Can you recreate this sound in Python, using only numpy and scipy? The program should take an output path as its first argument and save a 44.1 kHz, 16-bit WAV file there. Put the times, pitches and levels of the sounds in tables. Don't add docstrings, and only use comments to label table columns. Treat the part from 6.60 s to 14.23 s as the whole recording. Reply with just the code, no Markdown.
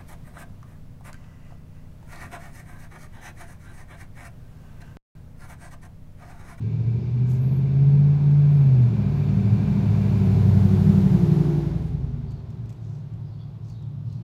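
import sys
import numpy as np
from scipy import signal
from scipy.fft import rfft, irfft, next_fast_len
from scipy.io import wavfile
from scipy.ndimage import uniform_filter1d

SR = 44100
rng = np.random.default_rng(int(sys.argv[2]) if len(sys.argv) > 2 else 0)


def log_audio(samples):
    frames = np.atleast_2d(samples).T
    limited = np.clip(frames, -1, 1)
    pcm = np.round(limited * 32767).astype(np.int16)
    wavfile.write(sys.argv[1], SR, pcm)


N = 336483
TIME = np.arange(N) / SR

# time in seconds, four-stroke cycles a second.
ENGINE_SPEED = [(0.0, 13.51), (1.0, 16.7), (1.45, 17.93), (1.95, 18.11), (2.45, 12.97), (3.38, 13.19),
                (3.95, 12.17), (4.31, 12.34), (4.5, 11.71), (4.95, 11.5), (5.25, 10.71), (6.33, 8.98),
                (6.78, 9.7), (7.12, 9.55), (7.63, 9.9)]
# time in seconds, level in dB.
BURBLE_LEVEL = [(0, -26), (1.1, -26), (1.9, -29.5), (2.15, -24), (2.5, -21), (2.8, -17.5), (3.05, -18.5),
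                (3.8, -17), (4.35, -13), (4.8, -15), (5.1, -22), (5.5, -24.5), (5.75, -30), (6.2, -30),
                (6.5, -32.5), (7.15, -32.5), (7.45, -28.5), (7.63, -31)]


def gain_of(db):
    return 10 ** (np.asarray(db) / 20)


def evened(x):
    return x / np.sqrt(np.mean(abs(x) ** 2) + 1e-20)


def curve(rows, column=1, at=TIME):
    rows = np.array(rows, float)
    return np.interp(at, rows[:, 0], rows[:, column])


def colour(points, hz):
    point_hz, db = np.transpose(points)
    return gain_of(np.interp(np.log(hz + 1), np.log(point_hz), db))


def peaks(modes, hz):
    power = sum(gain_of(db) ** 2 / (1 + ((hz - centre) / width) ** 2) ** 2 for centre, width, db in modes)
    return np.sqrt(power)


def noise(shape):
    size = next_fast_len(N)
    spectrum = rfft(rng.standard_normal(size))
    hz = np.fft.rfftfreq(size, 1 / SR)
    return evened(irfft(spectrum * shape(hz), size)[:N])


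def band(points):
    lowest, highest = points[0][0], points[-1][0]

    def shape(hz):
        below = np.minimum(hz / lowest, 1) ** 2
        above = np.minimum(highest / (hz + 1), 1) ** 2
        return colour(points, hz) * below * above
    return noise(shape)


def add(mix, s, sound):
    part = mix[max(round(s * SR), 0):][:len(sound)]
    part += sound[:len(part)]


def street():
    # frequency in Hz, relative level in dB.
    wash_colour = [(25, -16), (55, -1), (80, -8), (125, 2.5), (170, 5), (220, -20), (280, -17),
                   (330, -15.5), (430, -24.5), (680, -27), (1100, -29), (1800, -45.5), (3700, -41),
                   (8300, -57), (15000, -58.5)]
    level_db = -42.5
    return gain_of(level_db) * band(wash_colour)


def birds():
    # start in seconds, length in seconds, level in dB, pitch at start in Hz, pitch at end in Hz.
    chirps = [(0.362, 0.075, -66, 4900, 4670), (1.28, .08, -72, 4500, 4900), (5.66, 0.077, -65, 4900, 4170),
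              (6.638, 0.047, -68, 4700, 4860), (6.695, 0.078, -71, 4000, 4500),
              (6.775, 0.032, -61.5, 3200, 3720), (6.785, 0.036, -66, 4400, 4660),
              (7.08, 0.05, -65, 4650, 4300), (7.118, 0.064, -65, 3630, 3870), (7.2, 0.047, -68, 3730, 3500),
              (7.47, 0.092, -74, 3880, 4540)]
    out = np.zeros(N)
    for s, length, db, start, end in chirps:
        count = round(length * SR)
        waver = 1 + .05 * evened(uniform_filter1d(rng.standard_normal(count), 40))
        hz = np.linspace(start, end, count) * waver
        whistle = np.sqrt(2) * np.sin(2 * np.pi * np.cumsum(hz) / SR)
        add(out, s, gain_of(db) * whistle * signal.windows.tukey(count, .6))
    return out


def walls(x, t60):
    t = np.arange(SR // 2) / SR
    tail = rng.standard_normal(len(t)) * gain_of(-60 * t / t60)
    return signal.oaconvolve(x, tail / np.linalg.norm(tail))[:N]


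def hands():
    # start in seconds, level in dB.
    ticks = [(.715, -54), (5.708, -59), (5.718, -59), (5.903, -58), (6.057, -60), (6.094, -54),
             (6.103, -58), (6.126, -57), (6.538, -65), (7.085, -61), (7.099, -57), (7.224, -64),
             (7.526, -57)]
    # frequency in Hz, relative level in dB.
    tick_colour = [(1200, -12.5), (2500, 1), (4200, -1.5), (7300, 0), (9500, -14), (11500, -8),
                   (14000, -13)]
    # start in seconds, length in seconds, level in dB, centre in Hz, width in Hz.
    rubs = [(0.646, 0.16, -63.5, 6500, 3940), (0.676, 0.084, -64, 12100, 4050),
            (0.717, 0.33, -68.5, 12300, 1770), (1.867, 0.21, -71.5, 12500, 4850),
            (2.48, 0.21, -74, 13000, 2000), (5.14, .2, -72.5, 9500, 7000), (6.16, 0.3, -72.5, 5770, 3500),
            (7.012, 0.16, -69.5, 5400, 3500), (7.425, 0.22, -69.5, 4300, 3000),
            (6.618, .34, -82, 4200, 2400)]
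    out, t = np.zeros(N), np.arange(2000) / SR
    crack = band(tick_colour)
    for s, db in ticks:
        fade = gain_of(db - 60 * t / .03)
        add(out, s, fade * crack[round(s * SR):][:len(t)])
    for s, length, db, centre, width in rubs:
        count = round(length * SR)
        fibres = noise(lambda hz: peaks([(centre, width / 2, 0)], hz))[:count]
        grain_db = 2.3 * evened(uniform_filter1d(rng.standard_normal(count), 160))
        swish = evened(fibres * gain_of(grain_db))
        add(out, s, gain_of(db) * swish * signal.windows.tukey(count, .7))
    return out


def passing(closest_db, doubling_db, hidden_db, hidden_s, hiding_s, at=TIME):
    closest_s, distance_m, drive_m_per_s = 4.35, 5.94, 5.52
    shadow_db_per_s = 1.5
    distance = np.hypot(distance_m, drive_m_per_s * (at - closest_s))
    hidden = .5 + .5 * np.tanh((at - hidden_s) / (2 * hiding_s))
    shadow_db = hidden_db * hidden + shadow_db_per_s * np.maximum(at - hidden_s, 0)
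    return closest_db - doubling_db * np.log2(distance / distance_m) - shadow_db


def whirr():
    # resonance in Hz, width in Hz, relative level in dB.
    whirr_modes = [(990, 50, 1.5), (1600, 60, -2), (2130, 110, -9), (2350, 110, 0), (2615, 41, -2.5),
                   (2750, 60, -8.5), (3500, 70, -14), (3600, 130, -14), (4380, 110, -12)]
    whirr_pass = (-50.3, 5.8, 24, 4, .17)
    return gain_of(passing(*whirr_pass)) * noise(lambda hz: peaks(whirr_modes, hz))


def tyre_roar():
    # frequency in Hz, relative level in dB.
    roar_colour = [(200, -18.5), (330, 4), (500, -1.5), (680, 1), (1000, -5.5), (1170, -10), (1450, -10.5),
                   (1850, -15.5), (2600, -24.5), (4000, -27.5)]
    # level in dB when closest, dB lost per doubling of distance, dB lost out of view,
    # time it leaves view in seconds, seconds that this takes.
    roar_pass = (-40.2, 4.7, 12.5, 5.2, .12)
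    tyre_db = 18
    rolling = np.maximum.accumulate(curve(ENGINE_SPEED))
    speed_db = tyre_db * np.log2(rolling / rolling[-1])
    return gain_of(passing(*roar_pass) + speed_db) * band(roar_colour)


def hiss():
    # frequency in Hz, relative level in dB.
    hiss_colour = [(1200, -26), (2050, 2), (2900, -1), (3250, -3), (3700, -1), (5000, -5), (7000, -8.5),
                   (8700, -15), (11500, -10.5), (15500, -16.5)]
    hiss_pass = (-52, 5.5, 12.3, 5.23, .13)
    treble_pass = (-1.1, 7, 5, 5.15, .1)
    air = band(hiss_colour)
    hz = np.fft.rfftfreq(N, 1 / SR)
    top = irfft(rfft(air) / (1 + (7000 / (hz + 1)) ** 6), N)
    shaded = air + (gain_of(passing(*treble_pass)) - 1) * top
    return gain_of(passing(*hiss_pass)) * shaded


def rumble():
    # frequency in Hz, relative level in dB.
    gas_colour = [(42, -26.0), (60, -10.5), (110, -1), (155, -1.5), (185, -3), (210, -4.5),
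                  (245, -9.5), (320, -23.5)]
    load_db = np.interp(TIME, [2.3, 2.8], [-10, -15.5])
    return gain_of(curve(BURBLE_LEVEL) + load_db) * band(gas_colour)


def order_tone(k, turns, slow_t, height, rough, scatter):
    a, b = rng.standard_normal((2, len(slow_t)))
    chance = evened(np.convolve(a + 1j * b, np.hanning(41), "same"))
    steady = np.exp(1j * scatter * rng.uniform(-1, 1))
    swing = height * (steady + rough * chance) / np.sqrt(1 + rough ** 2)
    angle = 2 * np.pi * k * turns
    cosine = np.interp(TIME, slow_t, swing.imag) * np.cos(angle)
    sine = np.interp(TIME, slow_t, swing.real) * np.sin(angle)
    return cosine + sine


def fading(count, t):
    fading_db, fading_s = 3.5, .4
    knots = np.arange(0, t[-1] + fading_s, fading_s / 2)
    wander = rng.standard_normal((count, len(knots)))
    return fading_db * np.array([np.interp(t, knots, row) for row in wander])


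def rasp(turns, t, speed, pulling):
    # frequency in Hz, relative level in dB.
    rasp_colour = [(200, -26), (240, 1.5), (275, 1.5), (310, -14.5), (365, 3.5), (420, 2.5), (470, -6),
                   (600, -21)]
    # multiple of the cycle, level change in dB.
    uneven_orders = [(21, 3), (24, 8), (25, -2), (27, 4.5), (29, 1), (30, 3.5), (31, 2)]
    # level in dB when closest, dB lost per doubling of distance, dB lost out of view,
    # time it leaves view in seconds, seconds that this takes.
    rasp_pass = (-34.5, 5, 17, 5.5, 0.48)
    pulling_db = 0.5
    upper = np.arange(18, 46)
    change_db = {round(k): db for k, db in uneven_orders}
    heights = colour(rasp_colour, upper[:, None] * speed)
    heights = heights * gain_of([[change_db.get(k, 0)] for k in upper])
    level_db = passing(*rasp_pass, at=t) + pulling_db * pulling
    heights = heights / np.linalg.norm(heights, axis=0) * gain_of(level_db)
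    return sum(order_tone(k, turns, t, h, rough=1.1, scatter=np.pi) for k, h in zip(upper, heights))


def drone(turns, t):
    # multiple of the cycle, relative level in dB.
    drone_orders = [(23, -12), (25, -9), (26, -12), (29, -13), (30, -0.5), (32, -13), (35, -9)]
    loudest_s, loudest_db, rise_db_per_s = 4.85, -27.5, 16.5
    fall_s = 0.26
    roughness = .33
    before, after = np.maximum(loudest_s - t, 0), np.maximum(t - loudest_s, 0)
    level = gain_of(loudest_db - rise_db_per_s * before - 10 * (after / fall_s) ** 2)
    return sum(order_tone(round(k), turns, t, gain_of(db) * level, rough=roughness, scatter=np.pi)
               for k, db in drone_orders)


def lope_db(t, speed, pulling):
    # level in dB when closest, dB lost per doubling of distance, dB lost out of view,
    # time it leaves view in seconds, seconds that this takes.
    lope_pass = (-31, 0, 27, 5.85, .17)
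    base_revs, base_db, db_per_rev = 15.2, -8, 3.1
    return passing(*lope_pass, at=t) + pulling * (base_db + db_per_rev * (speed - base_revs))


def exhaust():
    # time in seconds, state (0 pulling, 1 coasting, 2 alongside, 3 leaving, 4 far).
    driving_state = [(0, 0), (2.1, 0), (2.45, 1), (3.55, 1), (4.15, 2), (5, 2), (5.3, 3), (5.75, 3),
                     (6.15, 4), (7.63, 4)]
    # multiple of the cycle, then relative level in dB
    order_balance = [(3, -5.5, -29.5, -19, -9), (4, -15.5, -35, -20, -27), (6, -3.5, -20, -16.5, -25),
                     (7, 0.5, -8.5, -26, -2.5), (9, 2.5, -2, -29, -28), (10, -3.5, -0.5, -1, 2),
                     (11, -1, -1.5, -21.5, -8), (12, -13.5, -2.5, -2.5, -1.5), (13, -7.5, -15.5, 4.5, 5),
                     (14, -9, -14.5, -12, -4.5), (15, -5.5, -4.5, -1, -4), (16, -9, -10.5, -3, -16.5),
                     (17, -16.5, -8, -13, -12), (18, -20.5, -26, -40, -23), (19, -23, -18, -30.5, -18.5),
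                     (20, -22.5, -10, -34, -34), (21, -27, -13, -38, -25), (23, -35, -43, -25, -3)]
    # frequency in Hz, width in Hz, relative level in dB.
    garage_modes = [(52.3, 13, -4), (110.3, 7.2, 15), (144, 3.8, 9), (182, 13, -16), (235, 25, -23.5)]
    # frequency in Hz, relative level in dB.
    pipe_colour = [(30, -11), (42, -14.5), (55, 1.5), (100, 0), (150, 2.5), (180, 1), (208, 7.5),
                   (228, -3.5), (250, -6.5), (300, 0)]
    # time in seconds, level in dB.
    firing_level = [(0, -24), (.33, -18.5), (.44, -27), (.58, -17), (1.1, -18), (1.2, -12), (1.5, -11.5),
                    (1.59, -18), (1.67, -12), (2.24, -11), (2.32, -21.5), (2.65, -25), (2.92, -15.5),
                    (3.13, -30.5), (3.3, -15), (3.45, -21), (3.9, -14), (4.35, -20), (4.7, -32), (6, -57)]

    t = np.arange(0, TIME[-1] + .005, .005)
    turns = np.cumsum(curve(ENGINE_SPEED)) / SR - .38
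    speed, state = curve(ENGINE_SPEED, at=t), curve(driving_state, at=t)
    share = np.maximum(1 - abs(state - np.arange(5)[:, None]), 0)
    pulling = share[0]
    rough = np.array([.55, .45, .23, .36, .65]) @ share
    scatter = np.array([2.8, 2.3, .8, 1.1, 2.2]) @ share

    table = np.array(order_balance)
    multiples = np.round(table[:, 0])
    order_hz = multiples[:, None] * speed
    heights = gain_of(table[:, 1:]) @ share[:-1] + share[-1] * peaks(garage_modes, order_hz)
    heights = heights * colour(pipe_colour, order_hz) * gain_of(fading(len(multiples), t))
    heights = heights / np.linalg.norm(heights, axis=0) * gain_of(curve(BURBLE_LEVEL, at=t))
    out = sum(order_tone(k, turns, t, h, rough, scatter) for k, h in zip(multiples, heights))

    firing_height = gain_of(curve(firing_level, at=t))
    out += order_tone(8, turns, t, firing_height, rough=0.042, scatter=0.94)
    lope_height = gain_of(lope_db(t, speed, pulling))
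    out += order_tone(5, turns, t, lope_height, rough=0.39, scatter=1)
    out += drone(turns, t)
    return out + rasp(turns, t, speed, pulling)


def scene():
    near = hands()
    near_echo = gain_of(-7) * walls(near, t60=.35)
    far_birds = gain_of(-.5) * walls(birds(), t60=.45)
    road = tyre_roar() + hiss() + whirr()
    vehicle = exhaust() + rumble() + road
    return (vehicle + street() + near + near_echo + far_birds)[None]


def record(dry):
    edge_hz = 15700
    ends = signal.windows.tukey(N, .003)
    low_pass = signal.firwin(511, edge_hz, window=("kaiser", 9), fs=SR)
    return signal.oaconvolve(dry * ends, low_pass[None], "same")


dry = scene()
out = record(dry)
log_audio(out)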